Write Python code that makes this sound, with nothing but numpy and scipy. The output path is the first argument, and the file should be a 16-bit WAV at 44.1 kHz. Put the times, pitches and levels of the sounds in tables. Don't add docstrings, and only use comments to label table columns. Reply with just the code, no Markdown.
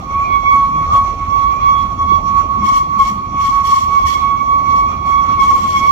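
import sys
import numpy as np
from scipy import signal
from scipy.fft import rfft, irfft, next_fast_len
from scipy.io import wavfile
from scipy.ndimage import uniform_filter1d, minimum_filter1d

SR = 44100
rng = np.random.default_rng(int(sys.argv[2]) if len(sys.argv) > 2 else 0)


def wav_record(signal):
    frames = np.transpose(np.atleast_2d(signal))
    bounded = np.clip(frames, -1, 1)
    quanta = np.round(bounded * 32767).astype(np.int16)
    wavfile.write(sys.argv[1], SR, quanta)


N = 260631

# crest in seconds, half length in seconds,
# then the levels of left tone, right tone, octave and twelfth in dB.
SWELLS = [(0.195, 0.0903, -16, -13, -36, -54.5), (0.35, 0.0527, -18.5, -7.5, -26, -41),
          (0.5, 0.061, -14, -7.5, -18, -36), (0.598, 0.095, -11.5, -8.5, -35, -49),
          (0.792, 0.081, -14.5, -13, -38, -51.0), (0.97, 0.0625, -7.5, -7.5, -37.5, -40),
          (1.088, 0.051, -27, -15.5, -41.5, -60), (1.23, 0.05, -23, -20, -47.0, -66),
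          (1.346, 0.055, -22, -9.5, -40, -47), (1.472, 0.0972, -17.5, -9, -40, -47.0),
          (1.681, 0.065, -12, -6, -33, -42.0), (1.796, 0.0786, -22, -11, -43, -36),
          (1.924, 0.028, -29, -18.5, -53.0, -52), (2.023, 0.036, -12.5, -12, -46, -40.5),
          (2.133, 0.0543, -16, -4.5, -33, -38), (2.29, 0.053, -19, -10.5, -54, -56),
          (2.383, 0.04, -16.8, -5.5, -53, -51), (2.537, 0.088, -24.5, -13.5, -59, -64),
          (2.737, 0.1098, -9.5, -11.5, -37.0, -43.5), (2.952, 0.057, -20, -12, -61, -61),
          (3.084, 0.05, -16.5, -17, -34.0, -57), (3.204, 0.098, -26, -22.5, -54, -71),
          (3.408, 0.0722, -14.5, -13, -42.5, -49.5), (3.569, 0.067, -16.5, -8.5, -37, -50),
          (3.715, 0.065, -12, -10, -39, -42), (3.854, 0.045, -20.5, -13, -45, -54),
          (3.949, 0.047, -18, -7.5, -32.5, -55), (4.107, 0.095, -21, -12, -31, -37),
          (4.293, 0.099, -22.5, -10.0, -36, -41.5), (4.416, 0.017, -38, -13, -33, -52.0),
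          (4.54, 0.092, -13.5, -8, -38, -48.5), (4.704, 0.057, -23, -10.0, -37, -50),
          (4.796, 0.081, -11.5, -11, -35.5, -52), (4.906, 0.088, -28.5, -19.5, -39.5, -50.5),
          (5.158, 0.123, -15.6, -8, -34.0, -42), (5.317, 0.034, -19, -13, -46, -48),
          (5.474, 0.13, -15, -10, -33, -45), (5.673, 0.052, -44, -20, -43, -50),
          (5.787, 0.075, -9, -23, -27, -47), (5.88, 0.045, -18.5, -6, -27.5, -46)]
# left, right, octave and twelfth in dB.
RESTING_DB = (-39.5, -27, -56, -66.5)
# multiple of the pitch, level in dB when the tone is at 0 dB.
UPPER_PARTIALS = [(4, -44), (5, -53), (6, -52.5)]
# time in seconds, lead of the left side in ms.
LEAD = [(0.0, 0.5), (0.166, 0.88), (0.309, 1.36), (0.462, 1.11), (0.579, 1.83), (0.743, 1.5), (0.863, 1.69),
        (0.957, 2.57), (1.246, 2.73), (1.425, 3.44), (1.553, 2.88), (1.748, 3.35), (2.05, 3.44),
        (2.108, 3.15), (2.306, 3.38), (2.951, 3.23), (3.02, 3.76), (3.1, 3.3), (3.633, 3.47), (3.878, 3.2),
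        (4.005, 4.24), (4.14, 3.95), (4.469, 5.07), (5.615, 5.1), (5.813, 4.53), (5.861, 4.04)]
# crest in seconds, half length in seconds, left, right and octave
# in dB, pitch in Hz, time from the crest to the quiet moment of the beat in ms on the left, and on the right.
CRIES = [(2.657, 0.083, -12, -22, -32.5, 1095, 17, -49), (2.776, 0.06, -14.5, -15.5, -39.5, 1093, 18, 18),
         (3.01, 0.031, -2.5, -6.5, -30, 1096, 33.5, 23.5), (3.091, 0.026, -17.5, -30, -41, 1090, 56, 29),
         (3.449, 0.042, -10, -19, -34.5, 1101.6, -8.5, 26.5),
         (3.49, 0.035, -12.5, -17.5, -41, 1093, 26.5, 2), (3.634, 0.036, -28, -16.5, -41.5, 1091, -5, -3),
         (3.75, 0.068, -8.5, -11.5, -36.5, 1094, -45, 5.5), (3.839, 0.095, -18, -24, -46, 1099, 8.0, -43),
         (3.994, 0.055, -12, -9, -39.5, 1101, 0.5, 14.5), (4.058, 0.042, -13.5, -20, -39, 1099.5, 50.5, 25),
         (4.157, 0.034, -21, -16, -31, 1091, 15.5, 24), (4.292, 0.12, -22.6, -22, -41, 1106, 1, 0),
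         (5.105, 0.15, -25.5, -31, -39, 1103, -60.5, 21),
         (5.411, 0.043, -8, -8.6, -27.5, 1100, 13.5, -17.0),
         (5.518, 0.089, -8.5, -10, -36.5, 1099, -13, 10.5), (5.659, 0.05, -10.5, -14, -38, 1099, -2, 13),
         (5.773, 0.049, -10.5, -9.5, -24, 1105, 23, 17.5), (5.874, 0.089, -13, -13, -31.5, 1104, -51, -4.5)]
# crest in seconds, tone and octave in dB before the mix offsets.
PIPES = [(.25, -39.5, -29.5), (.52, -29, -43.5), (.95, -17.5, -52), (1.58, -26, -37.5),
         (1.74, -21.5, -51.5), (2.37, -40.5, -41.5), (2.48, -30.5, -55), (2.62, -28, -46),
         (3.72, -35, -43.5), (3.92, -28.5, -44), (4.91, -22, -38.5), (5.18, -33.5, -48.5), (5.83, -40, -41)]
# start in seconds, hold in seconds, level at 8-15 kHz in dB.
GRINDS = [(0.483, .03, -56), (0.9, 0.038, -52.5), (1.398, 0.017, -60.5), (1.747, 0.031, -58),
          (2.621, 0.12, -47), (2.966, 0.085, -46.5), (3.375, .02, -51), (3.415, 0.019, -45),
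          (3.46, 0.09, -54), (3.624, 0.14, -44), (3.874, .13, -54), (4.039, 0.053, -41),
          (4.12, 0.02, -49.5), (4.732, .02, -53.5), (5.032, 0.04, -55), (5.378, 0.033, -48),
          (5.447, 0.27, -50), (5.653, 0.11, -47), (5.795, 0.11, -50)]
# start in seconds, level before the onset and decay in dB, pitch in Hz.
JOINTS = [(0.299, -14.5, 377), (0.53, -23, 872), (0.943, -20, 307), (1.199, -16.5, 275), (2.119, -5.5, 337),
          (2.832, -17, 284), (3.345, -9.5, 267), (4.277, -33.5, 326), (5.307, -24, 269.5),
          (5.518, -20, 920)]
# crest in seconds, peak in dB, pitch in Hz,
# time from the crest to 1/e in seconds.
BOOMS = [(0.373, -21.5, 53.46, 0.041), (0.78, -26, 155.6, 0.09), (0.897, -28, 82, 0.15),
         (2.049, -18.5, 78.4, 0.034), (2.26, -26.5, 84, 0.23), (2.637, -21, 205, 0.031),
         (2.978, -26.5, 203, 0.024), (3.117, -21.5, 206.4, 0.018), (3.208, -27.5, 205.7, 0.023),
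         (4.064, -16.5, 75, 0.028), (4.821, -20, 46.4, 0.037)]
# time in seconds, deep rumble, body drone and roar in dB.
RUMBLE = [(0.0, -30.5, -34, -38.5), (0.29, -27.5, -34.5, -36.5), (0.77, -29.5, -32, -40),
          (0.94, -23, -33.5, -35), (0.98, -27, -36, -37), (2.61, -28, -31.5, -37.5),
          (2.94, -31, -34, -41.5), (3.59, -29.5, -36, -41.5), (3.97, -34, -36, -38.5),
          (4.05, -26.5, -34, -40), (4.36, -32.5, -32, -37.5), (4.73, -27.5, -33, -37.5),
          (5.83, -29.5, -32, -37.5), (5.86, -30.5, -31.5, -38)]
# frequency in Hz, density in dB per Hz.
GRINDING_SPECTRUM = [(1300, -32), (1600, -23), (1850, -4), (2150, -14.5), (2630, -13.5), (3230, -4),
                     (3780, -18), (4360, -8.5), (5100, -16), (5540, -11.5), (7000, -12.5), (9010, -24),
                     (12000, -27), (14000, -26.5), (15400, -36), (16500, -40.5)]
ROLLING_SPECTRUM = [(900, -31.5), (1130, -20), (1300, -21.5), (1620, -41.5), (2200, -31.5), (2910, -42),
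                    (3350, -40), (3750, -45.5), (4400, -41.5), (5150, -54), (5700, -41), (7300, -49),
                    (9100, -78), (12200, -68.5), (16500, -67)]
DEEP_SPECTRUM = [(22, -36.5), (32, -1), (50, -3.5), (80, -4.5), (110, -4.5), (160, -32.5)]
DRONE_SPECTRUM = [(90, -14.5), (130, -8.5), (200, -6), (300, -11), (400, -22)]
ROAR_SPECTRUM = [(280, -12.5), (380, -4), (500, -5.5), (800, -0.5), (1000, -4), (1150, -27.5)]
# centre in Hz, width in Hz, boost in dB.
WHEEL_MODES = [(1075.4, 4.7, 13.5), (1096.8, 5.8, 23), (2400, 150, -3.5), (2224, 150, 7.5), (2715, 26, 9),
               (3404, 230, 5.5), (4013, 130, 5.5), (4530, 66, -1.5), (4380, 100, 4.5), (5250, 75, 3.5),
               (5574, 50, 11.5), (6000, 120, 4.5), (6560, 78, 4.5), (7560, 64, 4), (12200, 1700, 7)]
BODY_MODES = [(54.4, 6.4, 3.9), (79.6, 8.5, 6.5), (214, 2.2, 3.3)]
# frequency in Hz, correlation from -1 to 1.
LIKENESS = [(60, 0.9), (180, 0.93), (550, 0.53), (1650, -0.16), (4970, -0.08), (15000, 0.01)]
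# frequency in Hz, left minus right in dB.
LEAN = [(60, -1), (380, 1), (800, -2.5), (1300, -1.5), (4400, -4.5), (5600, -9), (7800, 5.5), (9500, -0.5),
        (12000, -8.5), (14500, -5.5)]

SINGING_HZ, CREEP_HZ_PER_S = 1118, 0.4
SAG_HZ_PER_DB = 0.35
SWELL_RISE, SWELL_FLATNESS = 0.9, 2.2
CRY_RISE, CRY_FLATNESS = 0.6, 2.1
FLARE_SHARE, FLARE_EARLY_S = 0.93, 0.009
FAINT_WHEEL_HZ, PIPE_HALF_S = 1194, 0.071
FAINT_REST_DB, FAINT_OCTAVE_REST_DB = -38, -51
GRIND_ATTACK_S, GRIND_RELEASE_DB_PER_S, GRIND_REST_DB = 0.033, 179, -66
ROLLING_DB, ROLLING_FOLLOWS = -44.5, 0.25
CEILING, CUTOFF_HZ = 1.0, 15450


def singing_course():
    crest, half, left, right, *_ = np.transpose(SWELLS)
    left = level_of(crest, half, left, SWELL_RISE, SWELL_FLATNESS, rest_db=RESTING_DB[0])
    right = level_of(crest, half, right, SWELL_RISE, SWELL_FLATNESS, rest_db=RESTING_DB[1])
    creep = CREEP_HZ_PER_S * np.arange(N) / SR
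    hz = SINGING_HZ + creep + SAG_HZ_PER_DB * np.maximum(right, -30)
    lead_ms, = in_time(LEAD)
    return left, right, turning(hz), 2 * np.pi * hz * lead_ms / 1000


def singing_wheel(left, right, phase, lead):
    crest, half, _, _, octave, twelfth = np.transpose(SWELLS)
    early, short = crest - FLARE_EARLY_S, FLARE_SHARE * half
    octave = level_of(early, short, octave, SWELL_RISE, SWELL_FLATNESS, rest_db=RESTING_DB[2])
    twelfth = level_of(early, short, twelfth, SWELL_RISE, SWELL_FLATNESS, rest_db=RESTING_DB[3])
    upper = [(k, 2 * right + db) for k, db in UPPER_PARTIALS]
    return squeal(phase, phase + lead, phase, left, right, [(2, octave), (3, twelfth)] + upper, rough=0.11)


def joining_wheel(singing_phase, lead):
    crest, half, left, right, octave, hz, left_quiet, right_quiet = np.transpose(CRIES)
    left_phase, left = cries(singing_phase + lead, left, left_quiet)
    right_phase, right = cries(singing_phase, right, right_quiet)
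    octave = level_of(crest, half, octave, CRY_RISE, CRY_FLATNESS)
    overtones = [(2.004, octave), (3, octave - 9), (5, octave - 18)]
    gliding_hz = uniform_filter1d(np.interp(np.arange(N) / SR, crest, hz), size=SR // 12)
    return squeal(turning(gliding_hz), left_phase, right_phase, left, right, overtones, rough=0.04)


def faint_wheel():
    crest, level, octave = np.transpose(PIPES)
    half = np.full(len(crest), PIPE_HALF_S)
    level = np.maximum(level_of(crest, half, level), FAINT_REST_DB + 5.0 * drift(1.7))
    octave = np.maximum(level_of(crest, half, octave), FAINT_OCTAVE_REST_DB + 2.7 * drift(15.0))
    phase = turning(FAINT_WHEEL_HZ + 3 * drift(8.3))
    left_phase = phase + 3.0 * drift(3.5)
    return squeal(phase, left_phase, phase, level - 6.8, level - 2.0, [(2, octave - 1.4)], rough=0.55)


def wheels():
    left, right, phase, lead = singing_course()
    out = singing_wheel(left, right, phase, lead)
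    out += joining_wheel(phase, lead)
    return out + faint_wheel()


def friction():
    t, grinding_db = np.arange(N) / SR, GRIND_REST_DB
    for start, hold, db in GRINDS:
        rising = db - 20 * np.clip(1 - (t - start) / GRIND_ATTACK_S, 0, None)
        falling = db - GRIND_RELEASE_DB_PER_S * (t - start - GRIND_ATTACK_S - hold)
        grinding_db = np.maximum(grinding_db, np.minimum(rising, falling))
    crest, half, _, right, *_ = np.transpose(SWELLS)
    singing_db = level_of(crest, half, right, SWELL_RISE, SWELL_FLATNESS)
    rolling_db = ROLLING_DB + ROLLING_FOLLOWS * np.maximum(singing_db, -30)
    grinding = noise(GRINDING_SPECTRUM, WHEEL_MODES, patchy_db=1.5, flicker_hz=30, unit_band=(8000, 15000))
    rolling = noise(ROLLING_SPECTRUM, WHEEL_MODES, patchy_db=2.33, flicker_hz=8.0, unit_band=(3600, 7500))
    grit_db = 1.2 * drift(250)
    return from_db(grinding_db + grit_db) * grinding + from_db(rolling_db) * rolling


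def joints():
    out, t = np.zeros(N), np.arange(round(0.15 * SR)) / SR
    for s, db, hz in JOINTS:
        ring = np.sin(2 * np.pi * hz * t) * np.exp(-t / 0.0029)
        thud = 0.18 * np.sin(2 * np.pi * 0.55 * hz * t) * np.exp(-t / 0.027)
        onset = 1 - np.exp(-t / 0.0021)
        at = round(s * SR)
        out[at:at + len(t)] += from_db(db) * onset * (ring + thud)
    return out


def booms():
    t, out = np.arange(N) / SR, np.zeros(N)
    for s, db, hz, length in BOOMS:
        envelope = np.exp(-((t - s) / length) ** 2)
        out += from_db(db) * envelope * np.sin(2 * np.pi * hz * t)
    return out


def carriages():
    deep_db, drone_db, roar_db = in_time(RUMBLE)
    deep = noise(DEEP_SPECTRUM, BODY_MODES, patchy_db=-0.23, flicker_hz=5.2, unit_band=(30, 110))
    drone = noise(DRONE_SPECTRUM, BODY_MODES, patchy_db=1.5, flicker_hz=11, unit_band=(130, 320))
    roar = noise(ROAR_SPECTRUM, [], patchy_db=2.5, flicker_hz=20, unit_band=(350, 950))
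    return from_db(deep_db) * deep + from_db(drone_db) * drone + from_db(roar_db) * roar


def squeal(phase, left_phase, right_phase, left_db, right_db, overtones, rough):
    out = np.array([from_db(left_db) * tone(left_phase, rough, rough_hz=33.6),
                    from_db(right_db) * tone(right_phase, 0.59 * rough, rough_hz=33.3)])
    mean_hz = phase[-1] / (2 * np.pi) * SR / N
    for multiple, db in overtones:
        lean = at_hz(LEAN, multiple * mean_hz) / 2
        for side, sign in enumerate((1, -1)):
            wander = 2.11 * drift(3.78)
            partial = tone(multiple * phase + wander, rough=0.3, rough_hz=22)
            out[side] += from_db(db + sign * lean) * partial
    return out


def tone(phase, rough, rough_hz):
    height = 1 + rough * drift(rough_hz)
    return np.sqrt(2) * height * np.sin(phase + rough * drift(rough_hz))


def cries(singing_phase, levels_db, quiet_ms):
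    crest, half, *_, hz = np.transpose(CRIES)[:6]
    t, out = np.arange(N) / SR, np.full(N, 1e-5, complex)
    gains = swells(crest, half, levels_db, CRY_RISE, CRY_FLATNESS)
    for gain, pitch, quiet in zip(gains, hz, crest + quiet_ms / 1000):
        gain = filled(gain)
        near = gain > 1e-5
        opposed = np.interp(quiet, t, singing_phase) + np.pi
        phase = opposed + 2 * np.pi * pitch * (t[near] - quiet)
        out[near] += gain[near] * np.exp(1j * phase)
    return np.angle(out), 20 * np.log10(abs(out))


def noise(spectrum, modes, patchy_db, flicker_hz, unit_band):
    size = next_fast_len(N)
    hz = np.maximum(np.fft.rfftfreq(size, 1 / SR), 1)
    lowest, highest = spectrum[0][0], spectrum[-1][0]
    gain = from_db(at_hz(spectrum, hz)) * (hz > lowest) * (hz < highest)
    for centre, width, db in modes:
        gain = gain * (1 + (from_db(db) - 1) / (1 + (2 * (hz - centre) / width) ** 2))
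    mid, side = rfft(rng.standard_normal((2, size)))
    alike = np.clip(at_hz(LIKENESS, hz), -1, 1)
    lean = from_db(at_hz(LEAN, hz) * [[0.5], [-0.5]])
    both = gain * lean * (np.sqrt(1 + alike) * mid + np.sqrt(1 - alike) * side * [[1], [-1]])
    inside = (hz > unit_band[0]) & (hz < unit_band[1])
    both = both / np.sqrt(np.mean(irfft(both * inside, size) ** 2))
    half_octave, out, together = 2 * np.log2(hz), 0, drift(flicker_hz)
    for k in range(int(2 * np.log2(lowest)), int(2 * np.log2(highest)) + 2):
        band = irfft(both * np.clip(1 - abs(half_octave - k), 0, 1), size)[:, :N]
        out = out + band * from_db(patchy_db * (0.68 * together + drift(flicker_hz)))
    return out


def drift(rate_hz):
    r = np.exp(-80 * np.pi * rate_hz / SR)
    slow = signal.lfilter([1], [1, -2 * r, r * r], rng.standard_normal(N // 40 + 2002))[2000:]
    return filled(rms_one(slow))


def swells(crests, halves, levels_db, rise=1.0, flatness=1.4):
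    t = np.arange(0, N + 40, 40) / SR
    away = (t - crests[:, None]) / halves[:, None]
    away = np.where(away < 0, away / rise, away)
    return from_db(levels_db)[:, None] * np.exp(-abs(away) ** flatness)


def level_of(crests, halves, levels_db, *shape, rest_db=-80):
    return 20 * np.log10(filled(sum(swells(crests, halves, levels_db, *shape))) + from_db(rest_db))


def filled(coarse):
    return np.interp(np.arange(N) / 40, np.arange(len(coarse)), coarse)


def turning(hz):
    return 2 * np.pi * np.cumsum(hz) / SR


def from_db(db):
    return 10 ** (np.asarray(db) / 20)


def rms_one(x):
    return x / np.sqrt(np.mean(x ** 2) + 1e-20)


def in_time(rows):
    s, *columns = np.transpose(rows)
    return [np.interp(np.arange(N) / SR, s, c) for c in columns]


def at_hz(points, hz):
    table_hz, values = np.array(points).T
    return np.interp(np.log(hz), np.log(table_hz), values)


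def scene():
    return wheels() + friction() + carriages() + booms() + joints()


def record(dry):
    reach = round(0.004 * SR)
    room = np.minimum(1, CEILING / np.maximum(abs(dry).max(0), 1e-9))
    gain = uniform_filter1d(minimum_filter1d(room, 2 * reach), reach)
    low_pass = signal.ellip(12, 0.5, 70, CUTOFF_HZ, fs=SR, output="sos")
    return signal.sosfilt(low_pass, dry * gain)


dry = scene()
out = record(dry)
wav_record(out)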